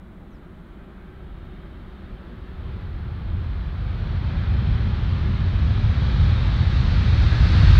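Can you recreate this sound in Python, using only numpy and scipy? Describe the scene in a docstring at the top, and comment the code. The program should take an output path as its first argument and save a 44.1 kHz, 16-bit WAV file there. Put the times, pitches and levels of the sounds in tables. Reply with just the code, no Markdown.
"""A low airfield drone lies under a quiet start, where a small bird gives one thin falling whistle.
A large jet rolls out along the runway after touchdown, coming ever closer to a microphone in the grass.
Its reversed exhaust rumbles in surges: shaped noise read faster as the thrust rises. Fans and airframe rush:
broad noise, brighter as less air lies between. Narrow engine tones and some wider bands of rushing noise,
all filtered from noise, each swell and fade."""
import sys
import numpy as np
from scipy import signal
from scipy.fft import rfft, irfft
from scipy.io import wavfile
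from scipy.ndimage import uniform_filter1d, map_coordinates

SR = 44100
rng = np.random.default_rng(int(sys.argv[2]) if len(sys.argv) > 2 else 0)


def file_out(sig):
    """Save sig as 16-bit WAV at sys.argv[1]."""
    # one column per channel
    cols = np.atleast_2d(sig).T
    # limit, then scale
    lim = np.clip(cols, -1, 1)
    pcm = np.round(lim * 32767).astype(np.int16)
    wavfile.write(sys.argv[1], SR, pcm)


N = 343539
TIME = np.arange(N) / SR
# the roll-out: speed, when the aircraft would draw level, and how far off the runway lies
SPEED_M_S, ABEAM_S, RUNWAY_M = 64.1, 8.67, 91


def undb(db):
    """Decibels to gain."""
    return 10 ** (np.asarray(db) / 20)


def curves(table, t):
    """Each column of a table at the times t."""
    s, *columns = np.transpose(table)
    return [np.interp(t, s, column) for column in columns]


def colour(points, hz):
    """A spectrum's dB at the given frequencies, read along a logarithmic frequency scale."""
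    point_hz, db = np.transpose(points)
    return np.interp(np.log(np.maximum(hz, 1)), np.log(point_hz), db)


def noise(shape):
    """Noise of rms 1 whose gain follows shape(Hz)."""
    hz = np.arange(N // 2 + 1) * SR / N
    shaped = irfft(rfft(rng.standard_normal(N)) * shape(hz), N)
    return shaped / shaped.std()


def walk(rate_hz):
    """Slow chance of spread 1, up to about rate_hz changes a second."""
    return noise(lambda f: np.exp(-.5 * (f / rate_hz) ** 2))


def steady(flow, seconds):
    """Hold a flow's strength even over spans longer than the given time."""
    span = max(int(seconds * SR), 2)
    power = uniform_filter1d(uniform_filter1d(flow * flow, span), span)
    return flow / np.sqrt(power + 1e-12)


def distance(t):
    """Metres from the microphone to the aircraft on its straight runway."""
    return np.hypot(RUNWAY_M, SPEED_M_S * (ABEAM_S - t))


def airfield(drone_db=-44.0, swell_db=0.5, growth_db=1.5):
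    """Far engines drone low, wavering a little and growing over the first 2.4 seconds."""
    # Spectrum of the distant drone. Each row: frequency in Hz, relative level in dB per Hz.
    drone_spectrum = [(10, -4), (32, 3.5), (60, -3), (120, -2.5), (190, 5.5), (265, -5.5), (350, -3),
                      (460, -25), (620, -18.5), (750, -34), (2000, -61), (6000, -110)]
    drone = steady(noise(lambda f: undb(colour(drone_spectrum, f))), seconds=0.35)
    growth = np.minimum(TIME / 2.4, 1) - .5
    return drone * undb(drone_db + swell_db * walk(1.9) + growth_db * growth)


def bird(start_s=.298, length_s=.102, start_hz=6900, end_hz=4150, level_db=-76, waver=.006):
    """One thin whistle sliding down in pitch, swelling and dying away, with a fast slight waver."""
    along = np.clip((TIME - start_s) / length_s, 0, 1)
    hz = start_hz * (end_hz / start_hz) ** along
    phase = 2 * np.pi * np.cumsum(hz * (1 + waver * walk(150))) / SR
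    return np.sqrt(2) * np.sin(phase) * undb(level_db) * np.sin(np.pi * along)


def tones_and_bands():
    """Narrow engine tones, and some wider bands of rushing noise, each swelling and fading."""
    # Each row: centre in Hz, width in Hz, loudest moment in seconds,
    # spread of its swell and fade in seconds, level at the loudest in dB.
    noise_bands = [(372.6, 46, 2.4, 1.7, -54.5), (379, 55, 5.4, 0.76, -50), (622, 55, .3, 1.5, -66.5),
                   (1316, 98, 1.7, 1, -66.5), (1560, 40, 0.98, 0.4, -67), (3670, 80, 1.8, 0.55, -73),
                   (3410, 60, 2.7, .4, -74), (3080, 220, 2, 0.98, -73), (3125, 300, 4.7, .6, -58),
                   (1678, 52, 6.5, 1.1, -55.5), (3800, 250, 6.4, 0.67, -53), (326.16, 70, 7.4, 0.31, -43.5),
                   (1440, 640, 7.6, 0.35, -42)]
    out = 0
    for hz, width, when, lasting, db in noise_bands:
        band = noise(lambda f: 1 / (1 + (2 * (f - hz) / width) ** 4))
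        swell = np.exp(-.5 * ((TIME - when) / lasting) ** 2)
        out = out + band * undb(db) * swell
    return out


def rush(pivot_hz=1400, air_hz=2450, dip_db=3.0, dip_width_hz=220, reference_hz=2820, climb=0.36,
         flicker_db=0.86):
    """Broad fan and airframe noise, dulled by the air and notched by its reflection off the ground."""
    # Rush heard at the microphone. Each row: time in seconds, level from 700 to 2200 Hz in dB.
    approach = [(0.05, -57.5), (2.52, -52.5), (2.76, -49.5), (2.9, -50.5), (3.76, -47.5), (4.37, -43),
                (5.59, -42.5), (6.21, -39.5), (7.1, -38.5), (7.7, -34)]
    # Spectrum of the rush ahead of dip and air. Each row: frequency in Hz, relative level in dB per Hz.
    rush_spectrum = [(120, -2.5), (330, 1), (520, -0.3), (680, -1.5), (810, -0.5), (940, -1.6), (1250, 1),
                     (1650, -0.56), (2100, -3), (3500, -3), (4200, -4.5), (4900, -13), (6000, -21.5),
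                     (6950, -30), (8800, -39.5), (11000, -56), (16000, -99)]
    # treble tilt when abeam, and what each further metre takes, both as dB at pivot_hz + air_hz
    near_treble_db, air_db_per_m = 0.82, 0.0278
    frame = 4096  # samples
    bins_hz = np.maximum(np.arange(frame // 2 + 1) * SR / frame, 1)[:, None]
    _, t, grains = signal.stft(rng.standard_normal(N), SR, nperseg=frame)
    level_db, = curves(approach, t)

    # dip and hiss shift together as the angle changes
    notch_hz = np.interp(t, [0, 4.7, 6.2, 7.8], [2630, 2820, 2770, 3050])
    shape_db = colour(rush_spectrum, bins_hz / (notch_hz / reference_hz) ** climb)
    shape_db = shape_db - dip_db * np.exp(-.5 * ((bins_hz - notch_hz) / dip_width_hz) ** 2)

    # air absorption grows with frequency and shrinks smoothly as the aircraft nears
    treble_db = near_treble_db - air_db_per_m * (distance(t) - RUNWAY_M)
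    tilt = (bins_hz - pivot_hz) / (air_hz + 0.24 * np.maximum(bins_hz - 4000, 0))
    shape_db = shape_db + treble_db * tilt

    # uneven air makes neighbouring frequencies swell and fade together
    flicker = uniform_filter1d(rng.standard_normal(grains.shape), size=12, axis=0)
    flicker = uniform_filter1d(flicker, size=7, axis=1)
    gain = undb(shape_db + flicker_db * flicker / flicker.std())

    # the level is set by the middle of the spectrum
    body = (bins_hz > 700) & (bins_hz < 2200)
    gain = gain / np.sqrt(np.mean(gain ** 2 * body, axis=0))
    return signal.istft(grains * gain * undb(level_db), SR, nperseg=frame)[1][:N]


def exhaust(split_hz=135, fine_db=0.94, buffet_db=1.3, buffet_rate_hz=8):
    """Big eddies of the reversed jets rumble in surges; small ones roar on more evenly."""
    # Reverse thrust. Each row: time in seconds, share from idle 0 to full 1.
    thrust_curve = [(.95, 0.034), (1.3, 0.29), (2.3, .2), (2.6, 0.54), (3.9, 0.79), (4.45, .98),
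                    (5.4, 0.93), (7.5, .88)]
    # Spectrum of the eddies at pace 1. Each row: frequency in Hz, relative level in dB per Hz.
    rumble_spectrum = [(10, -33.5), (22, -22), (33, -9.5), (50, 0.5), (68, 0.5), (94, 0.5), (120, -5.5),
                       (160, -11), (215, -18), (270, -28), (420, -42), (900, -81), (3000, -130)]
    # The strongest surges. Each row: moment in seconds, half length in seconds, rise in dB.
    strong_surges = [(1.33, .07, 2.5), (2.146, 0.017, 9), (3.42, 0.11, 3), (5.67, 0.046, 4.5),
                     (6.22, 0.069, 3), (7.218, 0.064, 3.5), (7.716, 0.076, 7)]
    # level at full thrust when abeam, and idle relative to that
    full_db, idle_db = -10.5, -19.5
    # how fast the eddies pass, as a share of the rumble's own pace
    idle_pace, full_pace = .62, 1.03

    thrust, = curves(thrust_curve, TIME)
    level_db = full_db + idle_db * (1 - thrust) - 20 * np.log10(distance(TIME) / RUNWAY_M)
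    pace = idle_pace + (full_pace - idle_pace) * thrust

    surge_db = buffet_db * walk(buffet_rate_hz)
    for when, half, rise in strong_surges:
        surge_db = surge_db + rise * np.exp(-.5 * ((TIME - when) / half) ** 2)

    eddies = noise(lambda f: undb(colour(rumble_spectrum, f)))
    # reading the noise faster raises its pitch
    eddies = map_coordinates(eddies, [np.cumsum(pace)], order=3, mode="mirror")
    big = signal.sosfiltfilt(signal.butter(4, split_hz, fs=SR, output="sos"), eddies)
    small = eddies - big
    surges = steady(big, seconds=.07) * big.std() * undb(level_db + surge_db)
    # the strongest eddies level off towards an amplitude of 0.64
    envelope = np.abs(signal.hilbert(surges))
    surges = surges / (1 + (envelope / .64) ** 6) ** (1 / 6)
    return surges + small * undb(level_db + fine_db)


def scene():
    """The aircraft over the airfield's own sounds, on one channel."""
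    return (airfield() + bird() + tones_and_bands() + rush() + exhaust())[None]


def record(dry, hiss_db=-76.0, top_hz=15700):
    """The microphone adds a faint hiss; everything above top_hz is cut."""
    hiss = undb(hiss_db) * rng.standard_normal(dry.shape)
    low_pass = signal.ellip(10, .1, 80, top_hz, fs=SR, output="sos")
    return signal.sosfilt(low_pass, dry + hiss)


dry = scene()
out = record(dry)
file_out(out)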